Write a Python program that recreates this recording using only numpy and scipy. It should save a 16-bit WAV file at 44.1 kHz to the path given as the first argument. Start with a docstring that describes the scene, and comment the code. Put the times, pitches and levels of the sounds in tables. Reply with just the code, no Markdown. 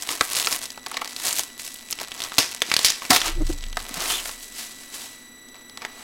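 """A quiet furnished room, a small camera on a stand, and a cardboard box right in front of its microphone.
Shrink wrap is picked at, torn and pulled off: creases snap and crackle as they buckle, three rips run
through the film, it squeaks as it slides, and the box rings underneath. Hand and box give a few dull
bumps and the stand wobbles. Behind it all, the camera's electronics whine over a soft fan."""
import sys
import numpy as np
from scipy import signal
from scipy.fft import rfft, irfft
from scipy.io import wavfile
from scipy.ndimage import uniform_filter1d

SR = 44100
rng = np.random.default_rng(int(sys.argv[2]) if len(sys.argv) > 2 else 0)


def wav_out(sig):
    """Save sig, one row per channel (or a flat mono array), as 16-bit PCM at SR to the path in sys.argv[1]."""
    wavfile.write(sys.argv[1], SR, np.round(np.clip(np.atleast_2d(sig).T, -1, 1) * 32767).astype(np.int16))


N = 265967
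TIME = np.arange(N) / SR
SWELL_DEPTH_DB = 20.5  # a movement climbs this far over its rise and drops as far over its fall

# Finger strokes on the wrap, close to the microphone. Each row: peak time in seconds, level in dB, rise
# and fall in seconds, relative treble and box levels in dB, spread of slip sizes in dB (wide is
# buckling, narrow is sliding).
FINGER_STROKES = [(0.03, -39, .15, .15, 0, -4, 3.5), (0.115, -30, .08, 0.13, 0, -2.5, 3.5),
                  (0.225, -37, 0.018, .17, 5, -2, 3), (0.32, -33, .1, .1, 0, -5, 3.5),
                  (0.383, -24.5, .11, .2, -2, -8.5, 3.5), (0.531, -29, 0.083, 0.093, 2.5, -3, 3.5),
                  (0.645, -36, .1, .1, 0, -6, 4), (0.87, -41.5, .015, .1, -12, 0, 5),
                  (0.968, -35, .1, .08, -14, -3, 4), (1.015, -34, 0.022, .05, -5, 2.5, 4.5),
                  (1.079, -38, 0.072, .22, -4.5, -7.5, 3.5), (1.265, -26, .11, .2, -1, -7.5, 3),
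                  (1.39, -25.5, .08, 0.057, 0.5, -13, 3.5), (1.6, -36.5, .02, 0.12, 1, -17, 4.5),
                  (1.658, -38.5, 0.064, .27, -1, -13.5, 4), (1.92, -40.5, 0.18, 0.13, -5, -26, 4.5),
                  (2.014, -32.5, 0.044, .08, -5, -4, 4), (2.246, -37, .28, .18, -4, -2, 3.5),
                  (2.38, -36, 0.13, .25, -3, -6, 4.5), (2.528, -34, .08, .1, -5, -9.5, 4.5),
                  (2.69, -31.5, .11, 0.25, -9, -8, 3), (2.831, -28, 0.21, .18, -8.5, -9.5, 2.5),
                  (3.048, -40.5, .25, .15, -1, -2, 3), (3.104, -26, .014, .04, -3, -5, 3),
                  (3.21, -29, 0.11, 0.17, -11, -13, 2), (3.273, -25.5, 0.093, 0.061, -5.5, -0.5, 3),
                  (3.501, -34, 0.09, .09, -6, -13, 3.5), (3.635, -41.5, 0.13, .1, -18, -12, 4),
                  (3.788, -42, 0.026, .45, 0.5, 0, 4.5), (4.011, -34, .16, 0.17, -2.5, 2.5, 3),
                  (4.108, -26.5, 0.17, 0.18, 0, -4, 2.5), (4.278, -37.5, .12, .15, 2, -5, 3),
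                  (4.43, -44.5, .2, 0.34, 1, -21, 2.5), (4.595, -34.5, .1, 0.23, -2, -10.5, 2),
                  (4.82, -46, .15, 0.18, 0, -9, 2), (4.942, -36.5, .05, 0.1, 0, -6.5, 2.5),
                  (5.01, -38.5, .12, 0.26, -1.5, -7, 2), (5.56, -55, .06, .15, -13, 3.5, 4.5),
                  (5.834, -42, 0.046, 0.092, -18, 6.5, 3.5), (6.022, -49, 0.33, .2, -1, 3, 1.5)]

def handling(grip_db=-52, grip_treble_db=-7, grip_box_db=-7.5, grip_spread_db=4.5,
             let_go_s=4.8, release_s=0.43):
    """Strokes add in power to the grip's faint rustle; gives film, treble and box gains and slip spread."""
    grip = undb(grip_db - SWELL_DEPTH_DB * np.maximum(TIME - let_go_s, 0) / release_s) ** 2
    film, treble, card = grip, grip * undb(grip_treble_db) ** 2, grip * undb(grip_box_db) ** 2
    spread = grip * grip_spread_db
    for s, db, rise, fall, treble_db, box_db, spread_db in FINGER_STROKES:
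        power = (undb(db) * swell(s, rise, fall, roundness=0.95)) ** 2
        film = film + power
        treble = treble + power * undb(treble_db) ** 2
        card = card + power * undb(box_db) ** 2
        spread = spread + power * spread_db
    return np.sqrt(film), np.sqrt(treble), np.sqrt(card), spread / film


# The tone of thin film at close range. Each row: frequency in Hz, gain in dB.
FILM_SPECTRUM = [(100, -18), (400, -23.5), (1000, -14), (1550, -10), (2100, -6), (3000, -3.5), (4500, -3),
                 (6000, -5), (8000, -5.5), (11000, -6.5), (16000, -13.5)]

def crackle(hands, base_rate=270, facet_q=2.2, click_db=-7, split_hz=7000, span_s=0.096):
    """Facets of all sizes buckle in small avalanches, each ringing at its own pitch, and shake the box."""
    film_gain, treble_gain, box_gain, spread_db = hands
    avalanche = undb(0.69 * spread_db * waver(0.0038))
    rate = base_rate * (1 + (3.5 / spread_db) ** 4)  # sliding makes many more slips than buckling
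    film, push = 0, 0
    for hz in np.geomspace(1800, 13000, num=7):
        facet_spread_db = spread_db * (hz / 3500) ** 0.074  # smaller, higher facets slip more unevenly
        kicks = avalanche * unit(slips(N, rate, facet_spread_db))
        film = film + ring(kicks, hz, hz / facet_q) + undb(click_db) * kicks
        push = push + kicks
    film = colour(film, FILM_SPECTRUM)
    body = film_gain * steady(cut(film, split_hz, "low", order=4), span_s)
    treble = treble_gain * steady(cut(film, split_hz, "high", order=4), span_s)
    card = box_gain * steady(box(push), span_s)
    return undb(-2.67) * body + undb(-0.27) * treble + undb(-0.36) * card


# The loudest creases, right at the microphone. Each row: start in seconds, level in dB, ring pitch in Hz,
# relative box level in dB; both levels are trimmed in the mix.
LOUD_CREASES = [(0.0232, -23.5, 6260, -25), (0.0904, -19, 3330, -5.5), (0.2092, -18, 3900, -4),
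                (0.2098, -12.5, 2020, -10), (0.2114, -13, 1250, -4), (0.351, -20, 4800, -23),
                (0.3676, -17, 4950, -28), (0.4468, -20, 3670, -22), (0.4713, -16, 4940, 1.5),
                (0.5265, -16, 5370, -14), (0.6559, -27, 5070, -15), (0.7041, -28, 4650, -29),
                (0.776, -32, 750, 1), (0.863, -28.5, 4400, 5), (0.915, -29, 9250, 4), (0.943, -27, 3700, 0),
                (0.9696, -23, 3840, 4), (1.0172, -29.5, 1220, 11.5), (1.057, -31, 4090, 0),
                (1.076, -28.5, 5430, -7), (1.1638, -24, 4240, -33), (1.3287, -17.5, 7880, -20),
                (1.3941, -14.5, 6600, -9.5), (1.5965, -28.5, 4400, -16), (1.7424, -30.5, 10770, -23),
                (1.9098, -22.5, 11260, -32), (1.92, -30, 7700, -32), (1.9269, -18.5, 5430, -14),
                (1.9884, -28, 2940, -18), (2.0126, -34, 5080, 10.5), (2.118, -25.5, 3050, -28),
                (2.2036, -24, 3500, -21), (2.2196, -22.5, 3800, -27), (2.2384, -22.5, 5800, -27),
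                (2.32, -28, 1310, -0.5), (2.383, -4.5, 4170, -9.5), (2.3882, -14, 5200, -1),
                (2.6193, -11, 3520, -7), (2.716, -11.5, 2200, -13), (2.7399, -11, 4060, -24),
                (2.7658, -8.5, 4360, -34), (2.7912, -14.5, 4130, -6), (2.8313, -25, 7500, -15),
                (2.8469, -6.5, 4600, -37), (2.9027, -13.5, 6400, -15), (3.0202, -29.5, 1180, 3.5),
                (3.0515, -26.5, 2600, -17), (3.1054, -8.5, 5400, -10), (3.1316, -14.5, 4260, -2),
                (3.1622, -12.5, 3100, -5), (3.204, -24, 5080, -18), (3.2165, -16.5, 3260, -6),
                (3.639, -30, 3300, -28), (3.7287, -31, 3200, -6), (3.7706, -18, 1640, 0),
                (3.942, -25, 6450, -26), (4.005, -23, 5940, -23), (4.2569, -26.5, 2150, -3.5),
                (4.2924, -30, 1900, 3.5), (5.4875, -43, 6000, -18), (5.544, -44, 3800, 3),
                (5.697, -37.5, 5030, -8), (5.7741, -30, 4000, -1.5), (5.8198, -31, 1700, 2),
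                (5.85, -25, 1750, 0)]

def snaps(creases, ring_cycles=13, crack_t60=0.007, settle_s=0.003, settle_db=-8, samples=4096):
    """A crease flips: a brief ring, a broad crack, a knock in the box, then a smaller flip as it settles."""
    out, t = np.zeros(N), np.arange(samples) / SR
    for s, db, hz, box_db in creases:
        gain = undb(db) * np.sqrt(0.003 * SR / samples)  # the energy of 3 ms at this level
        crack_noise, push_noise, settle_noise = rng.standard_normal((3, samples))
        # the facet and its neighbours across the crease ring together at unrelated pitches
        pitches = hz * np.array([1, rng.uniform(0.55, 0.85), rng.uniform(1.15, 1.5)])
        main, lower, upper = (np.sin(2 * np.pi * f * t) * fade(t, ring_cycles / hz) for f in pitches)
        facet = unit(main + undb(-12) * lower - undb(-13) * upper)
        # large, low facets flip slowly and crack duller; small ones radiate little below their pitch
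        crack = colour(crack_noise * fade(t, crack_t60), FILM_SPECTRUM)
        crack = cut(crack, max(2.4 * hz, 7000), "low")
        crack = unit(cut(crack, 0.41 * hz, "high", order=4))
        film = unit(facet + undb(-2) * crack)
        # a finger pressing on the card pushes longer; only heavy snaps reach the low resonances
        push_t60 = np.interp(box_db, [-6, 2], [0.005, 0.018])
        lowest_hz = np.interp(db, [-22, -10], [560, 160])
        grip_shift = np.exp(0.078 * rng.standard_normal())
        knock = unit(cut(box(push_noise * fade(t, push_t60), grip_shift), lowest_hz, "high"))
        add(out, s, gain * (undb(-1) * film + undb(box_db - 2.5) * knock))
        settle = unit(ring(settle_noise * fade(t, crack_t60), hz, hz / 2))
        add(out, s + settle_s * (0.5 + rng.random()), gain * undb(settle_db) * settle)
    return out


def small_creases(hands, count=36, above_db=6, scatter_db=2, ring_hz=5400, box_db=-14, sliding_db=2.5):
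    """Lesser creases flip at random while the film buckles, just above its rustle; gives rows for snaps."""
    film_gain, _, _, spread_db = hands
    odds = np.cumsum(np.sqrt(film_gain) * np.maximum(spread_db - sliding_db, 0))
    when, size, octaves = rng.uniform(-0.9, 1, (count, 3)).T
    at = np.searchsorted(odds, odds[-1] * (when + 1) / 2)
    levels_db = 20 * np.log10(film_gain[at]) + above_db + scatter_db * size
    return [(s, db, hz, box_db) for s, db, hz in zip(TIME[at], levels_db, ring_hz * 2 ** octaves)]


# Tears close to the microphone; the last two run together. Each row: start in seconds, level in dB, time
# at full pull and 60 dB decay time in seconds, ring pitch in Hz, relative box level in dB.
TEARS = [(2.3835, -16.5, 0.0035, 0.29, 5500, -9.5), (2.8484, -14.5, 0.0092, 0.28, 5200, -31),
         (3.105, -16.5, 0.0055, 0.11, 4050, 3), (3.128, -18, 0.043, 0.088, 3740, -5.5)]

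def rips(rate=6000, spread_db=3, ring_width_hz=1100, span_s=0.038, dull_hz=9000, bright_t60=0.11):
    """A tear is a dense run of slips that dies away and dulls as the film goes slack."""
    out, t = np.zeros(N), np.arange(SR // 3) / SR
    for s, db, pull_s, t60, hz, box_db in TEARS:
        kicks = slips(len(t), rate, spread_db)
        slack_s = np.maximum(t - pull_s, 0)
        taut = colour(kicks + undb(2) * ring(kicks, hz, ring_width_hz), FILM_SPECTRUM)
        limp = signal.sosfiltfilt(signal.butter(1, dull_hz, fs=SR, output="sos"), taut)
        film = steady(limp + (taut - limp) * fade(slack_s, bright_t60), span_s)
        card = undb(box_db) * steady(box(kicks), span_s)
        add(out, s, undb(db) * fade(slack_s, t60) * (film + card))
    return out


# One near squeak as the film slides off the card. Each row: time in seconds, pitch in Hz, level in dB.
SQUEAK_PATH = [(4.08, 3080, -39), (4.1, 3130, -28), (4.125, 3300, -34), (4.146, 3490, -28),
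               (4.175, 3400, -32.5), (4.195, 3050, -32), (4.22, 2850, -50)]

def squeak(roughness=0.65, waver_hz=160, jitter_s=0.00097):
    """Film sticks and slips on card, unsteady in pitch and level."""
    times, pitches, levels = np.transpose(SQUEAK_PATH)
    hz = np.interp(TIME, times, pitches) + waver_hz * waver(jitter_s)
    tone = np.sin(2 * np.pi * np.cumsum(hz) / SR) * (1 + roughness * waver(jitter_s))
    sliding = (TIME > times[0]) & (TIME < times[-1])
    return unit(tone) * undb(np.interp(TIME, times, levels)) * sliding


# The box's resonances under the film. Each row: frequency in Hz, width in Hz, gain in dB.
BOX_MODES = [(121, 150, -16.5), (258, 51, -6), (370, 173, -6.5), (460, 35, -3), (739, 240, -5),
             (878, 118, 2.5), (954, 285, -1), (1300, 122, 0), (1870, 1100, -9.5)]

def box(push, grip_shift=1):
    """The cardboard box answers a push on its wrap; the grip shifts its resonances."""
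    return sum((-1) ** k * undb(db) * ring(push, hz * grip_shift, width)
               for k, (hz, width, db) in enumerate(BOX_MODES))


# Soft knocks of hand and box, close and dry. Each row: peak time in seconds, peak level in dB, pitch in Hz,
# half length in seconds.
SOFT_KNOCKS = [(2.389, -27.5, 95, 0.0039), (2.69, -33, 333, 0.0019), (3.107, -14, 265, 0.0035),
               (3.125, -17.5, 727, 0.011), (3.298, -34, 327, 0.013), (3.381, -33.5, 345, .013),
               (3.412, -36, 129, 0.025), (3.418, -20.5, 313, 0.0082), (3.502, -18, 318, 0.0047),
               (3.502, -40.5, 122, 0.042), (3.528, -39, 292, 0.026), (3.913, -33, 250, 0.0028),
               (3.979, -34, 169, 0.0065)]

def bumps(scuff_db=-14):
    """Padded knocks swell and fade, each a low tone with a little scuffing noise."""
    scuff = unit(ring(ring(rng.standard_normal(N), 260, 500), 280, 500))
    out = np.zeros(N)
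    for s, db, hz, half_s in SOFT_KNOCKS:
        t = TIME - s
        bell = np.exp(-(t / half_s) ** 2 / 2)
        out += undb(db) * bell * (np.cos(2 * np.pi * hz * t) + undb(scuff_db) * scuff)
    return out


# Nudges to the stand under the microphone, each weaker than the last. Each row: peak time in seconds,
# level in dB, fall in seconds.
STAND_NUDGES = [(3.43, -19.5, 0.16), (3.68, -30, 0.21), (4.03, -45, .7)]

def stand_sway(sway_hz=26, rise_s=0.18, rumble_db=-15, rumble_hz=62, width_hz=45):
    """The nudged stand sways and rumbles far below the knocks."""
    gain = sum(undb(db) * swell(s, rise_s, fall, roundness=1.65) for s, db, fall in STAND_NUDGES)
    sway = unit(np.sin(2 * np.pi * sway_hz * TIME))
    rumble = unit(ring(ring(rng.standard_normal(N), rumble_hz, width_hz), rumble_hz, width_hz))
    return gain * (sway + undb(rumble_db) * rumble)


def room(x, echo_s=0.0045, echo_db=-17, tail_db=-19, t60=0.24):
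    """A near surface throws back one quick echo; the furnished room adds a short, dull tail."""
    t = np.arange(SR // 3) / SR
    tail = colour(rng.standard_normal(len(t)), [(200, -5.5), (2500, 2.0), (7000, -12.5), (16000, -8.5)])
    tail *= fade(t, t60) * (t > echo_s)
    response = undb(tail_db) * tail / np.sqrt(np.sum(tail ** 2))
    response[int(echo_s * SR)] += undb(echo_db)
    return x + signal.fftconvolve(x, response)[:N]


# The camera's whine in its own microphone. Each row: harmonic number, rms level in dB.
WHINE_HARMONICS = [(1, -53), (2, -55), (3, -59), (5, -63), (6, -63.5)]

def camera_whine(hz=1966.8, frame_hz=30, chirp_db=-50):
    """The electronics hold one pitch; its fourth harmonic switches on and off with each picture frame."""
    phase = 2 * np.pi * hz * TIME
    whine = sum(undb(db) * unit(np.sin(k * phase)) for k, db in WHINE_HARMONICS)
    frame_on = np.cos(2 * np.pi * (frame_hz * TIME + 0.313)) > -0.15
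    gate = uniform_filter1d(frame_on.astype(float), size=60)
    return whine + undb(chirp_db) * unit(np.sin(4 * phase)) * gate


# A soft fan in the background of the room. Each row: frequency in Hz, relative level in dB.
FAN_SPECTRUM = [(20, 8.5), (45, -1.5), (120, -2.5), (190, -4), (240, 12.5), (300, 4), (700, -5),
                (1500, -5.5), (2000, -5), (2800, -11), (3800, -8), (5500, -18), (9000, -16), (16000, -16)]

def fan(level_db=-50.5):
    """A steady rush of air with a hum near 240 Hz."""
    return undb(level_db) * unit(colour(rng.standard_normal(N), FAN_SPECTRUM, size=4096))


def slips(n, rate, spread_db):
    """Random tiny releases of tension, about rate a second: many small, a few large."""
    size = undb(np.minimum(rng.exponential(size=n), 6) * spread_db)
    return (rng.random(n) < rate / SR) * size * rng.choice([-1, 1], n)


def swell(s, rise, fall, roundness):
    """Gain of a movement that builds to its peak at time s and lets go; roundness 1 is pointed, 2 a bell."""
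    away = np.maximum((s - TIME) / rise, (TIME - s) / fall)
    gain, near = np.zeros(N), away < 4
    gain[near] = undb(-SWELL_DEPTH_DB * away[near] ** roundness)
    return gain


def waver(span_s):
    """Smooth noise of rms 1 that changes within about span_s."""
    n = max(int(span_s * SR), 2)
    return unit(uniform_filter1d(uniform_filter1d(rng.standard_normal(N), n), n))


def steady(x, span_s):
    """Even out the slow level and keep the fast grain."""
    power = uniform_filter1d(uniform_filter1d(x ** 2, int(span_s * SR)), int(span_s * SR / 2))
    return x / np.sqrt(np.abs(power) + 1e-12)


def colour(x, points, size=1024):
    """Minimum-phase filter through (Hz, dB) points, so that clicks keep their sharp front."""
    hz, db = np.transpose(points)
    grid = np.maximum(np.fft.rfftfreq(size, 1 / SR), 1)
    cepstrum = irfft(np.log(undb(np.interp(np.log(grid), np.log(hz), db))))
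    cepstrum[1:size // 2] *= 2
    cepstrum[size // 2 + 1:] = 0
    return signal.fftconvolve(x, irfft(np.exp(rfft(cepstrum))))[:len(x)]


def ring(x, hz, width_hz):
    """One resonance, gain 1 at its centre."""
    return signal.lfilter(*signal.iirpeak(min(hz, 0.45 * SR), hz / width_hz, fs=SR), x)


def cut(x, hz, kind, order=2):
    """Low-pass or high-pass."""
    return signal.sosfilt(signal.butter(order, min(hz, 0.45 * SR), kind, fs=SR, output="sos"), x)


def fade(t, t60):
    """Exponential decay, 60 dB down after t60."""
    return np.exp(-np.log(1000) * t / t60)


def add(track, s, sound):
    """Mix a sound in at time s."""
    i = min(int(s * SR), N)
    track[i:i + len(sound)] += sound[:N - i]


def undb(db):
    """Decibels to gain."""
    return 10 ** (np.asarray(db) / 20)


def unit(x):
    """Scale to rms 1."""
    return x / np.sqrt(np.mean(x ** 2) + 1e-18)


def scene():
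    """One microphone: wrap and box up close, bumps and sway below them, whine and fan behind."""
    hands = handling()
    wrap = crackle(hands) + snaps(LOUD_CREASES + small_creases(hands)) + rips() + squeak()
    wrap = cut(wrap, 55, "high")  # the wrap sounds are cut below 55 Hz
    return (room(wrap) + stand_sway() + bumps() + camera_whine() + fan())[None]


def record(dry):
    """The sharpest snaps overload the microphone; the top is cut at 15.9 kHz."""
    top_cut = signal.ellip(8, 0.2, 70, 15900, fs=SR, output="sos")
    return signal.sosfilt(top_cut, np.clip(dry, -1, 1))


dry = scene()
out = record(dry)
wav_out(out)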